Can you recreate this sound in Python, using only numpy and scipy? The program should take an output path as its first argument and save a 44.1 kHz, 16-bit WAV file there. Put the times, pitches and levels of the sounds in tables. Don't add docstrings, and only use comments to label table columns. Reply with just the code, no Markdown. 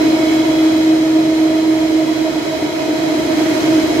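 import sys
import numpy as np
from scipy import signal
from scipy.fft import rfft, irfft
from scipy.io import wavfile
from scipy.ndimage import map_coordinates

SR = 44100
rng = np.random.default_rng(int(sys.argv[2]) if len(sys.argv) > 2 else 0)


def put_to_file(sound):
    columns = np.atleast_2d(sound).T
    safe = np.clip(columns, -1, 1)
    whole_steps = np.round(safe * 32767)
    wavfile.write(sys.argv[1], SR, whole_steps.astype(np.int16))


N = 176400
TIME = np.arange(N) / SR
ROLL_HZ, MOTOR_HZ = 3.78, 30.2
SIDES = np.array([[1], [-1]])


def undb(db):
    return 10 ** (np.asarray(db) / 20)


def unit(x):
    return x / np.sqrt(np.mean(x ** 2))


def curve(rows, column=1):
    rows = np.array(rows)
    return np.interp(TIME, rows[:, 0], rows[:, column])


def across(points, hz):
    points = np.array(points)
    return np.interp(np.log(hz + 1), np.log(points[:, 0]), points[:, 1])


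def wander(rate_hz):
    steps = rng.standard_normal(256)
    return map_coordinates(steps, [2 + TIME * rate_hz], order=3, mode="wrap")


def in_hall(pair, colour):
    # (frequency [Hz], likeness [0-1])
    ear_likeness = [(30, .85), (60, .94), (150, .94), (300, .84), (640, .38), (1300, 0), (15000, 0)]
    # (frequency [Hz], difference [dB])
    ear_balance = [(60, -2), (200, 0), (380, -1), (700, 0.5), (1290, -4.5), (2380, -3.5), (4400, 1.2),
                   (6500, -2), (9000, 6), (15000, 0.5)]
    hz = np.arange(N // 2 + 1) * SR / N
    common, opposite = rfft(pair) * colour(hz)
    alike = across(ear_likeness, hz)
    ears = common * np.sqrt(1 + alike) + SIDES * opposite * np.sqrt(1 - alike)
    return unit(irfft(ears * undb(SIDES * across(ear_balance, hz) / 2), N))


def surface(turn_hz):
    size = int(SR / turn_hz)
    spectrum = np.exp(2j * np.pi * rng.random(size // 2 + 1))
    return np.resize(unit(irfft(spectrum, size)), N)


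def turning(turn_hz, change_hz=1.7):
    place = TIME * change_hz
    fades = [np.cos(np.clip(place - k, -1, 1) * np.pi / 2) for k in range(12)]
    return np.array([sum(fade * surface(turn_hz) for fade in fades) for _ in range(2)])


def swell(depth_db, peak_turn):
    return undb(depth_db * np.cos(2 * np.pi * (ROLL_HZ * TIME - peak_turn)))


def throb(depth=.15, cutoff_hz=22):
    bumps = signal.sosfilt(signal.butter(2, cutoff_hz, fs=SR, output="sos"), surface(ROLL_HZ))
    pressure = 1 + depth * np.clip(unit(bumps - bumps.mean()), -3, 2)
    return swell(depth_db=1.98, peak_turn=.47) * pressure


def roll_drone(ridges=84, wobble_rad=.084, left_lead_rad=.24):
    # (time [s], relative level [dB], left minus right [dB])
    drone_spots = [(0, -14.5, -.5), (.5, -14.5, -1), (.7, -12, -1), (1.25, -13.5, -2), (1.75, -14.5, -3.5),
                   (2.05, -15.5, -4.5), (2.35, -22.5, -9), (2.55, -27, -3), (2.9, -24.5, 1),
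                   (3.12, -19, -5), (3.26, -30.5, -6), (3.42, -16, -6), (3.6, -28.5, -3), (3.71, -10, -4.5),
                   (3.87, -23.5, -2), (4, -19.5, -7)]
    phase = 2 * np.pi * ridges * ROLL_HZ * TIME + wobble_rad * wander(6.22)
    note = np.sqrt(2) * np.sin(phase + SIDES * left_lead_rad / 2)
    level_db = curve(drone_spots) + .5 + SIDES * curve(drone_spots, column=2) / 2
    return note * undb(level_db) * throb()


def roll_rattle():
    # (frequency [Hz], relative level [dB])
    rattle_colour = [(150, -45), (205, -25), (255, -13), (280, -8.5), (305, 1.5), (322, -5), (340, -1.5),
                     (372, -11), (392, -29), (470, -19), (560, -45)]
    # (frequency [Hz], relative level [dB])
    overtone_colour = [(450, -30), (590, -23), (615, -10), (630, 1), (643, 1), (660, -13), (695, -6.5),
                       (735, -24), (860, -29), (950, -11.5), (1050, -31.5), (1200, -29), (1270, -22.5),
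                       (1400, -62)]
    # (time [s], rattle level [dB], overtone level [dB])
    roll_levels = [(0, -18, -21.5), (1, -26, -25.5), (2.3, -24.5, -25), (2.8, -20.5, -24),
                   (3.4, -17.5, -22.5), (4, -16, -23.5)]

    def within(points):
        return lambda hz: undb(across(points, hz)) * (hz > points[0][0]) * (hz < points[-1][0])
    rattle = in_hall(turning(ROLL_HZ, change_hz=.9), within(rattle_colour))
    overtones = in_hall(turning(ROLL_HZ), within(overtone_colour))
    overtones *= unit(swell(depth_db=1, peak_turn=.69))
    return rattle * undb(curve(roll_levels)) + overtones * undb(curve(roll_levels, column=2))


def friction(turn_hz, repeat_share):
    fresh = np.sqrt(1 - repeat_share) * rng.standard_normal((2, N))
    return fresh + np.sqrt(repeat_share) * turning(turn_hz)


def ring_peak(hz, pitch_hz, width_hz):
    return 1 / (1 + (2 * (hz - pitch_hz) / width_hz) ** 2)


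def paper_and_frame(low_cut_hz=500, flicker_db=.4):
    # (frequency [Hz], relative level [dB])
    paper_spectrum = [(620, -41), (1050, -4.5), (1720, -2.5), (2180, -1), (2530, -6.5), (2700, -9.5),
                      (3240, -4), (3540, -10), (4060, -6), (4490, -9), (5140, -12), (6370, -10.5),
                      (8630, -21.5), (12500, -22.5), (15500, -29)]
    # (pitch [Hz], width [Hz], relative level [dB])
    frame_notes = [(1293, 53, 1.5), (2137, 240, -0.5), (2510, 76, 1), (3030, 88, -0.5), (3330, 160, -2),
                   (3960, 330, -7.5), (4200, 100, -1.5), (4990, 130, -1), (5320, 180, -4),
                   (6280, 180, -12.5), (7500, 300, -11.5), (10850, 140, -15), (12140, 100, -13),
                   (12400, 170, -18), (14010, 130, -18)]
    # (time [s], rush level [dB], ringing level [dB])
    paper_levels = [(0, -28.5, -31.5), (.3, -28, -31.5), (1.2, -30, -35.5), (2, -30.5, -34.5),
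                    (2.7, -30, -33.5), (3.2, -28, -35), (3.6, -25.5, -32), (4, -26.5, -32.5)]

    def rush_colour(hz):
        return undb(across(paper_spectrum, hz)) * hz ** 2 / (hz ** 2 + low_cut_hz ** 2)

    def frame_colour(hz):
        peaks = [undb(db) * ring_peak(hz, pitch, width) for pitch, width, db in frame_notes]
        return np.sqrt(sum(peak ** 2 for peak in peaks))
    rush = in_hall(friction(ROLL_HZ, repeat_share=.086), rush_colour)
    ringing = in_hall(friction(MOTOR_HZ, repeat_share=.45), frame_colour)
    rush *= undb(curve(paper_levels) + flicker_db * wander(12))
    return rush + ringing * undb(curve(paper_levels, column=2))


def drive_whine(waver=.4, fade_db_per_s=.8):
    # (pitch [Hz],
    # relative level [dB])
    thin_tones = [(1410, -52), (2144, -49.5), (2204, -52), (2513, -48.5), (3243, -54), (3321, -52.5),
                  (3909, -46.5), (3970, -49), (4031, -51), (4091, -53)]

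    def wavering_tone(hz):
        flutter = 1 + waver * (wander(3.86) + 1j * wander(4))
        phase = 2 * np.pi * (hz * TIME + rng.random()) + 2 * wander(.936)
        return unit(np.real(flutter * np.exp(1j * phase)))
    ears = [sum(undb(db) * wavering_tone(hz) for hz, db in thin_tones) for _ in range(2)]
    return np.array(ears) * undb(3.9 - fade_db_per_s * TIME)


def hall_rumble(hum_hz=60.5, hum_db=-52.5):
    # (frequency [Hz], relative level [dB])
    rumble_colour = [(20, -48), (40, -22), (58, -13), (80, -8.5), (105, -8.5), (140, 1), (190, -8.5),
                     (240, -3.5), (420, 2), (490, -5.5), (545, -1), (800, -8), (1000, -11), (1300, -31)]
    # (time [s], level [dB])
    rumble_levels = [(0, -24.5), (1.5, -26.5), (2.7, -27.5), (3.6, -24), (4, -23)]
    top_hz = rumble_colour[-1][0]
    hiss = rng.standard_normal((2, N))
    rumble = in_hall(hiss, lambda hz: undb(across(rumble_colour, hz)) * (hz < top_hz))
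    hum = np.sqrt(2) * undb(hum_db) * np.sin(2 * np.pi * hum_hz * TIME)
    return rumble * undb(curve(rumble_levels)) + hum


def frame_singing():
    # (peak time [s], fade time [s], pitch [Hz], width [Hz], peak level [dB])
    singing_notes = [(.25, .25, 2190, 150, -36.5), (.5, 0.49, 3316, 110, -38)]
    sound = np.zeros((2, N))
    for peak_s, fade_s, pitch, width, db in singing_notes:
        note = in_hall(turning(MOTOR_HZ), lambda hz: ring_peak(hz, pitch, width))
        sound += note * undb(db) * np.exp(-((TIME - peak_s) / fade_s) ** 2)
    return sound


def scene():
    machine = roll_drone() + roll_rattle() + paper_and_frame() + drive_whine()
    return machine + hall_rumble() + frame_singing()


def record(dry, top_hz=15600):
    return signal.sosfilt(signal.ellip(10, .2, 80, top_hz, fs=SR, output="sos"), dry)


dry = scene()
out = record(dry)
put_to_file(out)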